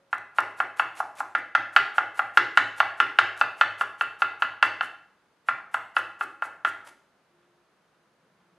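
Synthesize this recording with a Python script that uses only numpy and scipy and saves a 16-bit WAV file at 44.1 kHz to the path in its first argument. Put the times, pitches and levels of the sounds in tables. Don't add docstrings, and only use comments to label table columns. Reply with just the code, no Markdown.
import sys
import numpy as np
from scipy import signal
from scipy.fft import rfft, irfft, next_fast_len
from scipy.io import wavfile

SR = 44100
rng = np.random.default_rng(int(sys.argv[2]) if len(sys.argv) > 2 else 0)


def output_pcm(signal):
    pcm = np.clip(np.atleast_2d(signal).T, -1, 1) * 32767
    wavfile.write(sys.argv[1], SR, np.round(pcm).astype(np.int16))


N = 378364
TIME = np.arange(N) / SR

# land_s, knock_db, hollow_wood_db, blade_ring_db, lead_s, crunch_db
STROKES = [(0.129, -20.5, -0.5, -3, 0.023, -59), (0.3848, -15, 3.5, 1, .038, -52.5),
           (0.602, -18, 4, 2.5, 0.038, -50.5), (0.7961, -15.5, 5, 5, 0.034, -49),
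           (1.0019, -21.5, 14.5, -2, 0.053, -47), (1.204, -24, 12, 2, .053, -47.5),
           (1.3504, -17.5, -3, -1, 0.00067, -60.5), (1.5505, -13, -2, -2, 0.002, -70.5),
           (1.7632, -9, 0, 0.5, 0.039, -54), (1.9815, -14, 3.5, -2, 0.041, -50.5),
           (2.1927, -17, 4, -3.5, 0.049, -49.5), (2.373, -9, -1.5, -5, 0.036, -54),
           (2.5734, -9.5, -2, -7.5, .028, -55), (2.8022, -12.5, 2.5, 2.5, 0.042, -47),
           (3.0012, -12.5, -3, -0.5, .032, -54.5), (3.1875, -9.5, -1, -1.5, 0.044, -64.5),
           (3.4121, -13.5, 2, 7, 0.046, -47.5), (3.611, -11.5, 0, 3, 0.049, -55),
           (3.8104, -18.5, 1.5, 3.5, 0.033, -47.5), (4.0103, -18, -1, 6, 0.03, -50.5),
           (4.22, -15, 0.5, 5.5, .033, -51.5), (4.4216, -16.5, -2, 1.5, .028, -50.5),
           (4.6265, -11.5, -1, 5.5, 0.0075, -50), (4.8089, -20, -1, 9.5, 0.0017, -50.5),
           (5.4864, -17, -0.5, -2.5, 0.03, -56), (5.7435, -19.5, 0.5, 0, 0.03, -53.5),
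           (5.966, -16, -1, 3.5, 0.018, -49), (6.2096, -22.5, 3, 4, 0.02, -49.5),
           (6.4221, -22.5, 2, 3, 0.0057, -52), (6.6486, -17, -3, -1, 0.0013, -48),
           (6.889, -54, -7, 0, .044, -53)]
# start_s, level_db
LAYER_SNAPS = [(0.182, -37.5), (0.405, -26.5), (0.51, -50.5), (0.984, -37), (3.816, -35.5), (5.742, -25.5),
               (5.963, -31.5)]
# start_s, level_db
LIGHT_TOUCHES = [(7.385, -81), (7.425, -79), (7.945, -82), (8.40, -77)]

# pitch_hz, level_db, t60_s
BOARD_MODES = [(626.6, -16, 0.03), (830, -3.5, 0.027), (1052, -6, 0.034), (1156.3, -5.5, 0.05),
               (1227.4, -15.5, 0.18), (1275, -8.5, 0.1), (1403, 6, 0.052), (1402, -17, 0.06),
               (1487, -16.5, 0.12), (1662, -4, 0.05), (1753, -10, 0.1), (1890, 6.5, 0.0051),
               (2012, -17.5, 0.22), (2137, -15, 0.011)]
# pitch_hz, level_db, t60_s
BLADE_MODES = [(2619, -8.5, 0.043), (3020, -5.5, 0.011), (3540, -18, 0.015), (4450, -18, 0.014),
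               (4998, -29.5, 0.019), (6160, -38, .04)]
# pitch_hz, level_db, t60_s
TABLE_MODES = [(57.7, -27.5, .1), (105.5, -5.5, 0.56), (125, -5.5, 0.16), (276.1, -4, 0.071),
               (405.3, -3.5, 0.082)]

# frequency_hz, gain_db
CRACK_SPECTRUM = [(100, -12), (400, 9), (1500, 15), (3200, 10.5), (5000, -6), (10000, -17), (15000, -30.5)]
# frequency_hz, gain_db
CRUNCH_SPECTRUM = [(200, -13.5), (500, 2.5), (1000, 12), (3000, 2), (5000, -4), (8000, -2), (10800, -2.5),
                   (13000, -9.5), (15500, -17)]
# frequency_hz, gain_db
BOARD_RADIATION = [(40, -20.5), (200, -15), (450, -7.5), (650, 1)]

# frequency_hz, gain_db
KITCHEN_SPECTRUM = [(60, 1.5), (150, 7), (320, 13.5), (550, 1), (850, -5), (1400, -7.5), (2000, -0.5),
                    (3000, -4), (5000, -2.5), (9000, -6.5), (15000, -8.5)]
# frequency_hz, t60_s
KITCHEN_T60 = [(100, 1), (250, 0.56), (600, 0.64), (1500, 0.53), (4000, 0.5), (10000, 0.49)]
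# delay_s, level_db
WALL_ECHOES = [(.0115, -17), (.0238, -12), (.0495, -20)]
# frequency_hz, gain_db
ECHO_TONE = [(1500, -1), (3000, -17), (10000, -17.5)]

# frequency_hz, gain_db
DIRECT_SIDE = [(300, -38), (1400, -25), (3000, -18.5), (5500, -19), (10000, -13)]
# frequency_hz, gain_db
ROOM_SIDE = [(350, -35), (1300, -21), (3500, -14), (9000, -17)]
# frequency_hz, gain_db
AIR_SIDE = [(150, -15.5), (400, -12.5), (1300, -9.5), (4400, -3), (10000, 0)]
# frequency_hz, gain_db
MICROPHONE_RESPONSE = [(20, -19), (60, 2), (11000, -2), (13000, -6.5), (15500, -13.5)]

# frequency_hz, gain_db
AIR_SPECTRUM = [(25, -14.5), (55, -12), (85, -15), (115, -8.5), (170, 1), (250, -4.5), (520, -2), (750, -4),
                (1400, -3.5), (2300, -11.5), (4000, -16.5), (7000, -24.5), (11000, -26), (16000, -33)]
# pitch_hz, level_db
WHINE_TONES = [(4904, -99), (6422, -94), (8926, -104)]
# start_s, length_s, pitch_hz, level_db
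DISTANT_HUMS = [(-.05, .17, 550, -71), (7.278, .38, 350.5, -73), (8.416, .25, 346, -78)]

HUM_FADE_S = 0.039
AIR_DB = -68
RUMBLE_START_S, RUMBLE_RISE_S, RUMBLE_DB = 8.15, 0.17, -75
ROOM_BUILD_S = .012

SPOT_DB = .7
BOARD_DETUNE, BLADE_DETUNE, TABLE_DETUNE = .004, .008, .02
USUAL_DB = -16
HARDNESS_DB, HARDNESS_PER_DB, HOLLOW_DULLING = -3, 0.6453, 0.29
BOOM_DB, BOOM_PER_DB = -63.5, 1.3

CUT_S, CUT_RELEASE_T60_S = .042, 0.073
LAYERS_PER_S, LAYER_DB = 200, 2
CELL_SPREAD_DB = 2.2
TOP_HZ = 15600


def undb(db):
    return 10 ** (np.asarray(db) / 20)


def unit(x):
    return x / np.sqrt(np.mean(x ** 2) + 1e-20)


def span(seconds):
    return np.arange(int(seconds * SR)) / SR


def fade(t, t60):
    return np.exp(-np.log(1000) * t / t60)


def ramp(t, seconds):
    return np.clip(t / seconds, 0, 1)


def along(points, hz):
    point_hz, value = np.transpose(points)
    return np.interp(np.log(np.maximum(hz, 1)), np.log(point_hz), value)


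def colour(x, points):
    n = 2 * next_fast_len(len(x))
    gain = undb(along(points, np.fft.rfftfreq(n, 1 / SR)))
    cepstrum = irfft(np.log(gain))
    cepstrum[1:n // 2] *= 2
    cepstrum[n // 2 + 1:] = 0
    response = np.exp(rfft(cepstrum))
    return irfft(rfft(x, n) * response)[:len(x)]


def add(track, s, sound):
    i = max(int(round(s * SR)), 0)
    track[i:i + len(sound)] += sound[:max(N - i, 0)]


def ring(modes, t, detune):
    total = np.zeros(len(t))
    for k, (hz, db, t60) in enumerate(modes):
        spot, shift = rng.standard_normal(2)
        amplitude = (-1) ** k * undb(db + SPOT_DB * spot)
        total += amplitude * np.sin(2 * np.pi * hz * (1 + detune * shift) * t) * fade(t, t60)
    return total


def quiet_air():
    mid, side = (unit(colour(rng.standard_normal(N), AIR_SPECTRUM)) for _ in range(2))
    side = colour(side, AIR_SIDE)
    return undb(AIR_DB) * np.array([mid + side, mid - side])


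def outside_rumble(hz=170):
    band = [(hz / 2, -40), (hz, 0), (hz * 2, -40), (hz * 10, -80)]
    noise = unit(colour(rng.standard_normal(N), band))
    return undb(RUMBLE_DB) * ramp(TIME - RUMBLE_START_S, RUMBLE_RISE_S) * noise


def hums_and_whine():
    total = np.zeros(N)
    for s, length, hz, db in DISTANT_HUMS:
        swell = ramp(TIME - s, HUM_FADE_S) * ramp(s + length - TIME, HUM_FADE_S)
        total += undb(db) * swell * np.sin(2 * np.pi * hz * TIME)
    for hz, db in WHINE_TONES:
        total += undb(db) * np.sin(2 * np.pi * hz * TIME)
    return np.sqrt(2) * total


def background():
    return quiet_air() + outside_rumble() + hums_and_whine()


def room_response(wet_db=-3.5):
    t = span(.55)
    centres = 62.5 * 2. ** np.arange(9)
    hz = np.fft.rfftfreq(len(t), 1 / SR)
    noise = rfft(rng.standard_normal((2, len(t))))
    tail = np.zeros((2, len(t)))
    for centre, weights in zip(centres, np.eye(len(centres))):
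        band = irfft(noise * along(np.c_[centres, weights], hz), len(t))
        tail += band * fade(t, along(KITCHEN_T60, centre))
    tail *= 1 - np.exp(-(t / ROOM_BUILD_S) ** 2)
    mid, side = (undb(wet_db) * colour(row, KITCHEN_SPECTRUM) / np.linalg.norm(row) for row in tail)
    mid[0] += 1
    walls = np.zeros(len(t))
    for s, db in WALL_ECHOES:
        walls[int(s * SR)] = undb(db)
    scatter = rng.standard_normal(len(t)) * fade(t, .01)
    direct_side = colour(scatter / np.linalg.norm(scatter), DIRECT_SIDE)
    return np.array([mid + colour(walls, ECHO_TONE), colour(side, ROOM_SIDE) + direct_side])


def kitchen(x, count=5):
    lifts = [row[0] - .065 for row in STROKES]
    stroke = np.searchsorted(lifts, TIME)
    path = rng.integers(count, size=len(STROKES) + 1)[stroke]
    heard = np.zeros((2, N))
    for k in range(count):
        heard += signal.oaconvolve([x * (path == k)], room_response(), axes=1)[:, :N]
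    mid, side = heard
    return np.array([mid + side, mid - side])


def booms(swell_s=0.015):
    out, t = np.zeros(N), span(.35)
    swell = (t / swell_s) ** 2 * np.exp(-t / swell_s)
    for s, db, *_ in STROKES:
        push = swell * rng.standard_normal(len(t))
        boom = signal.fftconvolve(push, ring(TABLE_MODES, t, TABLE_DETUNE))[:len(t)]
        add(out, s, undb(BOOM_DB + BOOM_PER_DB * (db - USUAL_DB)) * unit(boom) / 2)
    return out


def touches(t60=0.2, wet_db=-3):
    out, t = np.zeros(N), span(.15)
    for s, db in LIGHT_TOUCHES:
        rub = rng.standard_normal(len(t)) * fade(t, t60)
        wood = signal.fftconvolve(rub, ring(BOARD_MODES, t, detune=0.02))[:len(t)]
        wet = undb(wet_db) * unit(colour(rub, CRACK_SPECTRUM))
        add(out, s, undb(db) * (unit(wood) + wet))
    return out


def onion(cells_per_s=16000, entry=0.11, snap_t60=0.0072, trim_db=6):
    out, t = np.zeros(N), span(.15)
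    for s, *_, lead, db in STROKES:
        length = max(lead, CUT_S)
        bursts = rng.random(len(t)) < cells_per_s / SR
        sizes = undb(CELL_SPREAD_DB * rng.exponential(size=len(t)))
        layer_levels = rng.standard_normal(len(t))
        layers = undb(LAYER_DB * np.interp(t * LAYERS_PER_S, np.arange(len(t)), layer_levels))
        cells = unit(bursts * sizes * layers * rng.standard_normal(len(t)))
        sinking = entry + (1 - entry) * ramp(t, length)
        pressure = sinking * fade(np.maximum(t - length, 0), CUT_RELEASE_T60_S)
        add(out, s - lead, undb(db + trim_db) * pressure * cells)
    for s, db in LAYER_SNAPS:
        add(out, s, undb(db) * rng.standard_normal(len(t)) * fade(t, snap_t60))
    return colour(out, CRUNCH_SPECTRUM)


def knocks(crack_db=-12, crack_t60=0.088, tick_db=-11, tick_t60=0.016):
    out, t = np.zeros(N), span(.15)
    for s, db, wood_db, blade_db, _, _ in STROKES:
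        body = ring(BOARD_MODES, t, BOARD_DETUNE) - undb(blade_db) * ring(BLADE_MODES, t, BLADE_DETUNE)
        bite = undb(tick_db) * fade(t, tick_t60) + undb(crack_db) * fade(t, crack_t60)
        crack = unit(colour(rng.standard_normal(len(t)), CRACK_SPECTRUM)) * bite
        hardness = HARDNESS_DB + HARDNESS_PER_DB * (db - USUAL_DB) - HOLLOW_DULLING * wood_db
        contact = [(400, 0.0077), (680, wood_db), (950, wood_db),
                   (1500, 0), (3000, hardness), (6400, 1.7 * hardness)]
        knock = colour(body + crack, contact)
        attack_rms = np.sqrt(np.mean(knock[t < .009] ** 2))
        add(out, s, undb(db) * knock / attack_rms)
    return colour(out, BOARD_RADIATION)


def scene():
    knife = knocks() + onion() + touches()
    return background() + booms() + kitchen(knife)


def record(dry):
    clipped = np.clip(dry, -.97, .97)
    coloured = np.array([colour(channel, MICROPHONE_RESPONSE) for channel in clipped])
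    low_pass = signal.ellip(8, .2, 70, TOP_HZ, fs=SR, output="sos")
    return signal.sosfilt(low_pass, coloured)


dry = scene()
out = record(dry)
output_pcm(out)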